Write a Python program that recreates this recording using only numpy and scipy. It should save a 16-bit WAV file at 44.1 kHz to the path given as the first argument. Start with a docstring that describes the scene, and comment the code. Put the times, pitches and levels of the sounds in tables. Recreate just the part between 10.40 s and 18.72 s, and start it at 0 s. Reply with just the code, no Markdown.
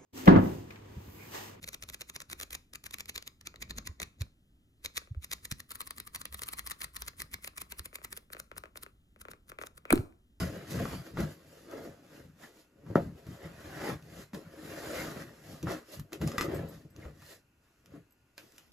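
"""A sweatshirt is stuffed into a canvas backpack: threads catch and slip in a hiss and rasp, folds
buckle, and the stiff bag snaps taut and flops on the wooden floor of a small, boxy room.
A cardboard box beside it drops over with one hollow knock. The bag is shaken so that its buckles
clack and its fittings tinkle; then a camera is picked up with a few dry ticks.
Under it all lies a bed of still air with a faint appliance whine."""
import sys
import numpy as np
from scipy import signal
from scipy.fft import rfft, irfft
from scipy.io import wavfile
from scipy.ndimage import uniform_filter1d

SR = 44100
rng = np.random.default_rng(int(sys.argv[2]) if len(sys.argv) > 2 else 0)


def persist_wave(psi):
    """Save psi, clipped to +-1, as 16-bit WAV."""
    counts = np.round(np.clip(psi, -1, 1) * 32767).astype(np.int16)
    wavfile.write(sys.argv[1], SR, np.atleast_2d(counts).T)


N = 366912
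TIME, FREQ = np.arange(N) / SR, np.fft.rfftfreq(N, 1 / SR)
HIT_TIME = TIME[:SR // 2]  # half-second clock for one-shots

# Table levels are relative: each layer has its own fader in the mix.
AIR_EQ = [(25, -7), (60, 2), (120, 1), (180, -7.5), (260, -2), (500, -14), (1000, -16.5), (1500, -17.5),
          (2200, -21.5), (2700, -14.5), (3400, -32.5), (8000, -25.5), (15000, -31.5)]  # room tone: f/Hz, level/dB
WHINE = [(1437, -87), (1561, -95)]  # appliance partials: f/Hz, level/dB
ROOM_DECAY = [(100, 0.13), (400, 0.25), (1500, 0.24), (5000, 0.06), (14000, 0.1)]  # reverb time: f/Hz, t60/s
WALL_ECHOES = [(.00752, -13.5), (.00907, -16.5), (0.0183, -14.5)]  # early reflections: delay/s, level/dB
WALL_EQ = [(200, -10), (2000, -1.5), (5000, -6.5), (14000, -12.5)]  # their colour: f/Hz, level/dB
COHERENCE = [(100, 0.98), (300, 0.94), (680, 0.74), (950, 0.13), (1300, 0.69), (1800, 0.77), (2300, 0.35),
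             (3600, 0.17), (6500, 0.72), (8000, 0.72), (9000, 1.0), (10500, 0.59), (12300, 1.0),
             (14000, 0.54)]  # how alike left and right are: f/Hz, coherence/0-1
LEFT_LEAD = [(250, 0.03), (750, -0.85), (1100, 0.18), (1800, -0.18), (3000, -1.86), (4000, -0.25),
             (5200, -0.89), (6500, 0.04), (8600, 3.12), (9500, 3.15), (11700, 6.23), (12900, 6.29),
             (14700, 9.4)]  # left ahead of right: f/Hz, phase/rad
BALANCE = [(60, 0.9), (250, 1.85), (500, 2.5), (900, -2.5), (1350, 3), (2300, 0), (3600, -1.5),
           (5000, -4.5), (6500, -.5), (14000, 0)]  # left over right: f/Hz, level/dB

TICKS = [(1.312, -47, -5), (3.6248, -52, -11), (3.76, -52, -9), (4.98, -72, -43), (5.2282, -37, -13),
         (5.7307, -31.5, -14), (6.563, -48, -12), (7.459, -50, -12), (7.9794, -37, -20.5), (8.121, -52, -6),
         (8.1617, -52, -4), (8.181, -39.5, -7), (8.196, -57, -1)]  # fingernails, rivets and camera body: t/s, level/dB, brightness/dB
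TICK_EQ = [(300, -14), (1000, -8.5), (1500, -4.5), (2200, -6.5), (2900, -3.5), (4000, -7), (6500, -3.5),
           (13000, -10), (15000, -2.5)]  # dry tick: f/Hz, level/dB
SMALL_PART_MODES = [(2654, 200, 6), (4900, 160, 3)]  # rivets and camera parts: f/Hz, width/Hz, boost/dB
TINKLES = [(5.9808, -41, 0.28), (6.01, -36.5, .6), (6.1444, -42, 0.17), (6.2841, -49.5, .2),
           (6.5021, -60, 0.35), (7.7064, -61.5, 0.025), (7.722, -57.5, .02)]  # fittings touch, damped by cloth or fingers: t/s, level/dB, t60/s
METAL_MODES = [(5090, -12, 0.11), (5300, -14, .1), (6540, -8, .15), (7850, 5, .15), (12290, 2, 0.17),
               (12470, 2, .17), (11800, -7, 0.073), (13100, -6, .08)]  # ring of a fitting: f/Hz, level/dB, t60/s
CLACKS = [(5.875, -32.5, 0.011, -9.5), (5.917, -35, 0.02, -17), (5.9812, -20.5, 0.022, -24.5),
          (6.0099, -20, 0.013, -24)]  # swinging buckles collide: t/s, level/dB, t60/s, brightness/dB
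CLACK_EQ = [(300, 0.5), (800, -14), (1150, -2), (1900, -7.5), (2500, -5.5), (4100, -9), (7000, -3.5),
            (12000, -13), (15000, -27)]  # hard clack: f/Hz, level/dB
BUCKLE_MODES = [(1200, 180, 7), (1980, 110, 9), (3510, 70, 13), (4200, 120, 6), (5080, 120, 15),
                (6890, 160, 7), (7680, 110, 6), (11400, 220, 6)]  # buckle resonances: f/Hz, width/Hz, boost/dB

KNOCKS = [(2.555, -4.5)]  # the box falls over: t/s, level/dB
BLOW_EQ = [(40, -30), (90, -4.5), (150, 6), (250, 2), (380, 4), (520, -2.5), (800, -10), (1000, -15),
           (1300, -4), (1600, -17.5), (1950, -20.5), (2250, -47.5), (6000, -42), (14000, -49)]  # its dull impact: f/Hz, level/dB
BOX_MODES = [(170, -1, .3), (216, -6, .25), (370, -8, .14), (416, -6, .15), (480, -7, .2), (557, -7, .18),
             (677, -6, .13), (805, -16, .13), (946, -20, .13), (1175, -19, .15), (1220, -17, .13),
             (1337, -16, .08), (1485, -22, .12)]  # its hollow ring: f/Hz, level/dB, t60/s
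CHATTER_EQ = [(100, -30.5), (200, 3), (310, -6.5), (450, -2.5), (600, 0.5), (800, -8), (1300, -22),
              (1900, -29), (2400, -30), (6000, -43)]  # loose cardboard: f/Hz, level/dB

BAG_MODES = [(181, 30, 0.5), (313, 17, 7.5), (360, 25, 1.5), (411, 9.3, 1.5), (559, 67, 5.5), (686, 30, 5),
             (1198, 41, -1), (1945, 410, 7)]  # bag and floor resonances: f/Hz, width/Hz, boost/dB
FLOPS = [(0.011, -22.5, 184), (0.161, -34, 193), (0.412, -33, 146), (0.53, -28, 188), (0.787, -24, 335.4),
         (0.802, -27.5, 133), (2.5, -28, 104), (2.865, -37, 157), (2.917, -34.5, 119), (3.044, -39, 167),
         (3.932, -32.5, 197.7), (5.231, -28, 319), (5.267, -26, 136), (5.834, -23.5, 200),
         (6.449, -39, 142), (6.58, -41, 88), (6.654, -33, 67.3), (7.535, -39.5, 288)]  # the loaded bag lands: t/s, level/dB, f/Hz
SNAPS = [(0.304, -40, 0.075, 4), (0.4524, -26.5, 0.027, -31), (0.6664, -50, 0.037, -36),
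         (0.7701, -27.5, 0.06, -42), (0.8026, -30.5, 0.029, -10), (0.828, -44, 0.036, -6),
         (1.2854, -52, 0.06, -35), (2.4633, -50, 0.075, -29), (2.509, -48, 0.032, -37.5),
         (2.8656, -47.5, 0.088, -14), (3.9322, -37, 0.027, -25), (3.9454, -35, 0.028, -19.5),
         (5.2674, -28, 0.24, -49), (5.518, -44.5, 0.3, 26), (5.595, -36.5, 0.029, -4),
         (5.7204, -41.5, 0.036, -19), (5.813, -32.5, 0.075, -21), (6.6513, -42, 0.029, -35),
         (6.8194, -47, 0.065, -17)]  # canvas snaps taut: t/s, level/dB, t60/s, brightness/dB
# taut canvas: f/Hz, level/dB
SNAP_EQ = [(200, -5), (600, -4), (1300, 1), (2000, -9.5), (2600, -7), (13000, -8), (16000, -12.5)]
SKIMS = [(2.043, -49.5, 0.041, 1860), (6.63, -54, 0.034, 1977), (6.88, -63, 0.34, 1820)]  # fingers skim the ribbed weave: centre t/s, level/dB, length/s, rib rate f/Hz
# Hand and sweatshirt stroke the canvas: open the bag, gather, push down, shake, brush past.
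# Pressure adds rasp, bulk adds folds: peak t/s, swell/s, fade/s, level/dB, pressure/dB, bulk/dB
STROKES = [ (0.0, .02, 0.12, -43.5, 4, 9), (0.16, 0.35, 0.27, -60.5, 9.5, 12),
           (0.316, 0.056, 0.2, -47, -3.5, -16.5), (0.4, 0.15, 0.11, -53.5, 9.5, 16.5),
           (0.54, 0.41, .13, -52, 5.5, 2.5), (0.67, .1, 0.11, -58.5, 3.5, 10.5),
           (0.802, 0.057, 0.12, -50, 7, 15), (0.92, .15, 0.1, -59, -2.5, -18),
           (1.14, 0.33, 0.64, -64.5, 2, 7.5), (1.325, 0.063, 0.31, -62.5, 10.5, 20),
           (1.46, 0.3, 0.11, -61.5, 2.5, 17), (1.77, 0.22, 0.18, -63, 3.5, 9),
           (2.039, 0.077, 0.1, -57.5, 3.5, 4.5), (2.2, 0.22, 0.096, -65, -3.5, 4),
           (2.509, 0.085, 0.083, -69, 6, 23), (2.63, 0.24, 0.15, -64, 6, 17.5),
           (2.79, 0.087, .15, -67.5, 3.5, 11), (2.93, 0.16, .2, -62, 4, 7),
           (3.056, 0.1, 0.099, -61.5, 11.5, 15), (3.27, 0.41, 0.36, -61, 4.5, 9.5),
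           (3.497, 0.27, 0.081, -48, 9, 9.5), (3.816, 0.24, 0.069, -55.5, 1.5, 5.5),
           (3.943, 0.0098, 0.11, -54.5, -2, 14), (4.05, .06, 0.083, -77.5, 15, 7.5),
           (4.3, .24, 1, -56, 5, 8), (4.6, 0.43, 0.25, -47, 5, 9), (4.822, 0.24, 0.037, -56, 8.5, 9.5),
           (5.118, 0.17, .2, -57, 0.5, 5), (5.313, 0.063, 0.1, -47, 7, 11.5),
           (5.54, 0.092, 0.089, -52, -2.5, 3.5), (5.733, .015, 0.058, -53.5, -0.5, 11),
           (5.836, 0.038, 0.046, -54, 6, 16), (5.88, .04, 0.06, -50, -5, 9),
           (5.97, 0.25, 0.21, -59, 4.5, 17.5), (6.05, 0.12, .05, -52.5, -14, 10.5),
           (6.157, 0.21, .15, -57.5, 12, 26), (6.34, 0.2, 0.17, -62.5, 1, 6),
           (6.64, .14, 0.16, -65, 7, 13.5), (6.925, 0.17, 0.072, -54, -2.5, -6),
           (7.25, .08, 0.85, -78.5, 0, -4.5), (7.56, .12, 0.082, -72, 8.5, 18.5),
           (7.98, 0.015, 0.28, -63.5, -4.5, 1), (8.19, 0.27, 0.23, -69, 0, -7)]
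HEAVES = [(0.015, 0.1, 0.15, -34), (0.41, 0.18, 0.08, -33.5), (0.54, 0.19, 0.11, -37.5),
          (0.82, 0.071, 0.076, -28.5), (1.4, 1, 0.46, -62), (1.9, .35, 0.18, -56), (2.52, 0.12, .1, -47.5),
          (2.61, .06, 0.16, -39), (2.878, 0.031, 0.11, -44.5), (3.05, 0.047, 0.14, -48),
          (3.3, 0.42, 0.57, -52.5), (3.535, 0.16, 0.062, -40), (3.8, 0.18, 0.075, -47),
          (3.95, 0.018, 0.082, -45), (4.07, 0.038, 0.062, -54), (4.65, 0.56, 0.32, -45),
          (5.135, 0.11, .08, -45.5), (5.25, 0.031, 0.1, -36), (5.61, .05, 0.057, -39),
          (5.855, 0.055, 0.05, -29), (6.19, 0.24, 0.22, -39.5), (6.635, 0.19, 0.34, -52.5),
          (7.57, 0.1, .08, -50.5)]  # the whole bag shifts on the floor: peak t/s, swell/s, fade/s, level/dB
AIR_POCKET = [(0.4, 560), (1.4, 416), (2.9, 560), (3.5, 785), (4.35, 420), (4.7, 595), (5.3, 570),
              (6.15, 790), (7.5, 333)]  # resonance of the changing gap between hand and canvas: t/s, f/Hz
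SLIDE_EQ = [(1200, -25), (2000, -5), (2300, -8), (2800, -3), (3700, -5), (5000, -3), (5900, -5),
            (7000, -3.5), (12000, -6.5), (15000, -10)]  # lightly sliding cloth: f/Hz, level/dB
SCRAPE_EQ = [(300, -25), (650, 1), (900, -4.5), (1250, 1), (1600, 0), (2000, -7.5), (2300, -7.5),
             (4000, -16.5), (9000, -42)]  # pressed canvas: f/Hz, level/dB
FOLD_EQ = [(100, -37), (200, 1), (310, 3.5), (450, 2), (600, -4), (800, -15), (1300, -20.5), (3000, -58.5)]  # buckling folds: f/Hz, level/dB
HEAVE_EQ = [(20, -37), (45, -11), (80, 0.5), (110, -3.5), (160, 3), (200, -6), (280, -14.5), (700, -69.5)]  # low end of the shifting bag: f/Hz, level/dB


def amp(db):
    """Decibels to gain."""
    return 10 ** (np.asarray(db) / 20)


def unit(x):
    """Normalises to rms 1."""
    return x / np.sqrt(np.mean(x ** 2) + 1e-20)


def curve_at(points, hz):
    """Reads a curve on a log-frequency axis."""
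    f, value = np.transpose(points)
    return np.interp(np.log(hz + 1), np.log(f + 1), value)


def place(mix, s, sound):
    """Lays a sound into the mix at s seconds."""
    part = mix[max(round(s * SR), 0):][:len(sound)]
    part += sound[:len(part)]


def eq(x, spectrum, modes=(), size=4096):
    """Minimum-phase EQ: a smooth curve plus resonant bells."""
    hz = abs(np.fft.fftfreq(size, 1 / SR))
    bells_db = sum(boost / (1 + (2 * (hz - f) / width) ** 2) for f, width, boost in modes)
    log_gain = np.log(amp(curve_at(spectrum, hz) + bells_db))
    taps = np.fft.ifft(np.exp(np.conj(signal.hilbert(log_gain)))).real
    return signal.oaconvolve(x, taps)[:len(x)]


def swept_band(x, hz, width_hz):
    """A resonance that follows the curve hz, doubled for steep sides."""
    carrier = np.exp(2j * np.pi * np.cumsum(hz) / SR)
    pole = np.exp(-np.pi * width_hz / SR)
    return (carrier * signal.lfilter([(1 - pole) ** 2], [1, -2 * pole, pole ** 2], x / carrier)).real


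def wander(rate_hz):
    """Smooth random modulation of rms 1, rolling off above rate_hz."""
    return unit(irfft(rfft(rng.standard_normal(N)) / (1 + (FREQ / rate_hz) ** 4), N))


def ring(modes):
    """A struck object rings freely in decaying sines."""
    return sum(amp(db - 60 * HIT_TIME / t60) * np.sin(2 * np.pi * hz * HIT_TIME) for hz, db, t60 in modes)


def attack(rise_s):
    """Rounds the onset of a one-shot."""
    return 1 - np.exp(-HIT_TIME / rise_s)


def burst(t60, rise_s):
    """A dying puff of noise."""
    return rng.standard_normal(len(HIT_TIME)) * amp(-60 * HIT_TIME / t60) * attack(rise_s)


def room_tone():
    """The bed: still air and a faint, wavering appliance whine."""
    air = amp(-71.5) * unit(eq(rng.standard_normal(N), AIR_EQ))
    for hz, db in WHINE:
        phase = 2 * np.pi * np.cumsum(hz + 5 * wander(35)) / SR
        air += amp(db) * unit(np.sin(phase))
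    return air


def reverb(x):
    """Sparse reflections from floor and walls, the treble dying first."""
    size = len(HIT_TIME)
    taps = rng.choice([-1., 1.], size) * (rng.random(size) < 3000 / SR) * (HIT_TIME > .005)
    hz, t, bands = signal.stft(taps, SR, nperseg=256)
    decay = amp(-60 * t / curve_at(ROOM_DECAY, hz)[:, None])
    tail = signal.istft(bands * decay, SR, nperseg=256)[1]
    return signal.oaconvolve(x, tail / np.linalg.norm(tail))[:N]


def with_walls(x):
    """The nearest walls answer within milliseconds, turning the sound boxy."""
    out, dulled = x.copy(), eq(x, WALL_EQ)
    for delay, db in WALL_ECHOES:
        place(out, delay, amp(db) * dulled)
    return out


def stereo_pair(direct, diffuse):
    """Mid/side image of two close mics: alike in the bass, drifting apart in the treble."""
    coherence = np.where(FREQ < 200, .99, curve_at(COHERENCE, FREQ))
    mid, side = rfft(direct), rfft(diffuse) * np.sqrt((1 - coherence) / (1 + coherence))
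    lead = curve_at(LEFT_LEAD, FREQ) * np.minimum(FREQ / 250, 1)
    pan = amp(curve_at(BALANCE, FREQ) / 2) * np.exp(.5j * lead)
    return irfft(np.array([(mid + side) * pan, (mid - side) / pan]), N)


def strikes(cues, spectrum, modes, rise_s, tail_db, tail_t60):
    """Short cracks, each with its own treble shelf and a weak rustle after it."""
    out = np.zeros(N)
    for s, db, t60, brightness in cues:
        shelf_db = brightness + 9.5  # ramps in from 1.5 to 7.5 kHz
        tilted = [(hz, level + shelf_db * np.clip(np.log(hz / 1500) / np.log(5), 0, 1))
                  for hz, level in spectrum]
        crack = eq(burst(t60, rise_s) + amp(tail_db) * burst(tail_t60, .0037), tilted, modes)
        peak_rms = np.sqrt(uniform_filter1d(crack ** 2, size=128).max())
        place(out, s, amp(db) * crack / peak_rms)
    return out


def dry_ticks(t60=.017):
    """Fingernails, rivets and the camera's body make tiny, hard contacts."""
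    cues = [(s, db, t60, brightness) for s, db, brightness in TICKS]
    return strikes(cues, TICK_EQ, SMALL_PART_MODES, rise_s=.0001, tail_db=-15, tail_t60=.122)


def fitting_tinkles(detune=.0132):
    """Light metal chatters for an instant and rings on, each fitting slightly off pitch."""
    out = np.zeros(N)
    for s, db, t60 in TINKLES:
        modes = [(hz * (1 + detune * rng.standard_normal()), level, decay)
                 for hz, level, decay in METAL_MODES]
        jingle = signal.oaconvolve(burst(.07, .00035), ring(modes))[:len(HIT_TIME)]
        jingle *= amp(-60 * HIT_TIME / t60)
        place(out, s, amp(db) * jingle / abs(jingle).max())
    return out


def buckle_clacks():
    """Swinging buckles hit with a sharp attack and a bright, resonant body."""
    return strikes(CLACKS, CLACK_EQ, BUCKLE_MODES, rise_s=.00019, tail_db=-15, tail_t60=.12)


def box_knock():
    """A dull blow, the ring of the cardboard, and its edge chattering to rest."""
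    blow = eq(1. * (HIT_TIME == 0), BLOW_EQ)
    hz = np.fft.rfftfreq(len(blow), 1 / SR)
    lag = 18 * np.sqrt(np.minimum(hz, 2500) / 1000)  # in a bending board the bass travels slowest
    blow = irfft(rfft(blow) * np.exp(-1j * lag), len(blow)) * (HIT_TIME < .1)
    body = ring(BOX_MODES) * attack(.0026)
    chatter = unit(eq(burst(.14, .0024), CHATTER_EQ, BAG_MODES))
    knock = amp(-4.5) * blow / abs(blow).max() + amp(-25) * body + amp(-34.5) * chatter
    out = np.zeros(N)
    for s, db in KNOCKS:
        place(out, s, amp(db) * knock)
    return out


def bag_flops(t60=.12):
    """Padded weight lands: a low, soft-edged thump and a puff of cloth."""
    out = np.zeros(N)
    for s, db, hz in FLOPS:
        thump = ring([(hz, 0, t60)]) * attack(.0053)
        puff = eq(burst(t60, .001), FOLD_EQ, BAG_MODES)
        place(out, s, amp(db) * (thump + amp(-10) * puff / abs(puff).max()))
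    return out


def canvas_snaps():
    """Slack canvas jerks taut and sounds the hollow of the bag."""
    return strikes(SNAPS, SNAP_EQ, BAG_MODES, rise_s=.0011, tail_db=-24.5, tail_t60=.14)


def finger_skims():
    """Ribs of the weave pass under a finger at an unsteady rate: a short, breathy note."""
    out, speed = np.zeros(N), 1 + .0827 * wander(410)
    for s, db, length, hz in SKIMS:
        envelope = np.cos(np.pi * np.clip((TIME - s) / length, -.5, .5)) ** 2
        out += amp(db) * envelope * np.sin(2 * np.pi * np.cumsum(hz * speed) / SR)
    return out


def slips(per_s, spread_db):
    """Stick-slip: tiny releases at random moments, a few much larger than the rest."""
    chance = rng.random(N)
    at = np.flatnonzero(chance < per_s / SR)
    size = np.minimum(np.log(per_s / SR / chance[at]), 4)
    out = np.zeros(N)
    out[at] = amp(spread_db * size) * rng.choice([-1., 1.], N)[at]
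    return out


def gestures(cues, range_db=20, roundness=1.15, settling_db=-86.5):
    """Envelope of overlapping moves: each climbs range_db over its swell and drops it over its fade."""
    t = np.linspace(0, N / SR, N // 64)
    power = amp(settling_db) ** 2
    for s, swell, fade, db in cues:
        from_peak = np.maximum((s - t) / swell, (t - s) / fade)
        power += amp(db - range_db * from_peak ** roundness) ** 2
    return np.interp(TIME, t, np.sqrt(power))


def crumple(paths, depth_db):
    """Pockets in the cloth open and close, so its colour keeps shifting."""
    bands = signal.stft(paths, nperseg=1024, noverlap=768)[2]
    patches = rng.standard_normal((bands.shape[2], bands.shape[1])).T
    for size, axis in (3, 0), (10, 1), (6, 1):  # blur once in frequency, twice in time
        patches = uniform_filter1d(patches, size, axis)
    return signal.istft(bands * amp(depth_db * unit(patches)), nperseg=1024, noverlap=768)[1][:, :N]


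def cloth_rustle():
    """Threads catch and let go; pressed folds buckle and shake the bag. Gives near and scattered paths."""
    s, swell, fade, db, pressure, bulk = np.transpose(STROKES)
    grip = amp(.6 * wander(30))  # the hand drags unevenly
    slide, scrape, folds = (grip * gestures(zip(s, swell, fade, level))
                            for level in (db, db + pressure, db + bulk))
    heave = np.hypot(grip * gestures(HEAVES), amp(-15.5) * folds)
    pocket_hz = np.interp(TIME, *np.transpose(AIR_POCKET))
    creases = slips(per_s=89, spread_db=1.2)  # stiff creases give way all at once
    crinkle = amp(-11) * unit(eq(creases, SLIDE_EQ)) * slide
    crinkle += amp(-17) * unit(eq(creases, SCRAPE_EQ, BAG_MODES)) * scrape
    paths = []
    for _ in range(2):
        hiss = amp(.86) * unit(eq(slips(9000, 1.4), SLIDE_EQ)) * slide
        rasp = amp(-2.1) * unit(eq(slips(2000, 1.5), SCRAPE_EQ, BAG_MODES)) * scrape
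        rumple = amp(-1) * unit(eq(slips(700, 2.1), FOLD_EQ, BAG_MODES)) * folds
        rumble = amp(1.93) * unit(eq(slips(400, 1), HEAVE_EQ, BAG_MODES)) * heave
        pocket = amp(-8) * unit(swept_band(slips(2000, 1.8), pocket_hz, width_hz=210)) * scrape
        paths.append(hiss + rasp + pocket + rumple + rumble)
    paths[0] += crinkle
    return crumple(np.array(paths), depth_db=2.5)


def scene():
    """The mix: cloth up close, hits sent to the reverb, room tone underneath."""
    cracks = amp(-8) * canvas_snaps() + amp(-3.5) * buckle_clacks() + amp(-3) * dry_ticks()
    knock = box_knock()
    hits = cracks + bag_flops() + fitting_tinkles()
    send = hits + amp(-8.5) * knock  # the bag muffles the box before it reaches the room
    near, scattered = amp(-.71) * cloth_rustle()
    direct = with_walls(near + finger_skims() + hits + knock) + amp(-12) * reverb(send) + room_tone()
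    diffuse = with_walls(scattered) + amp(-6.5) * reverb(send) + room_tone()
    return stereo_pair(direct, diffuse)


def record(dry):
    """A steep low-pass on the master trims the very top."""
    lowpass = signal.firwin(255, cutoff=14650, window=("kaiser", 8), fs=SR)
    return signal.oaconvolve(dry, lowpass[None], "same")


dry = scene()
out = record(dry)
persist_wave(out)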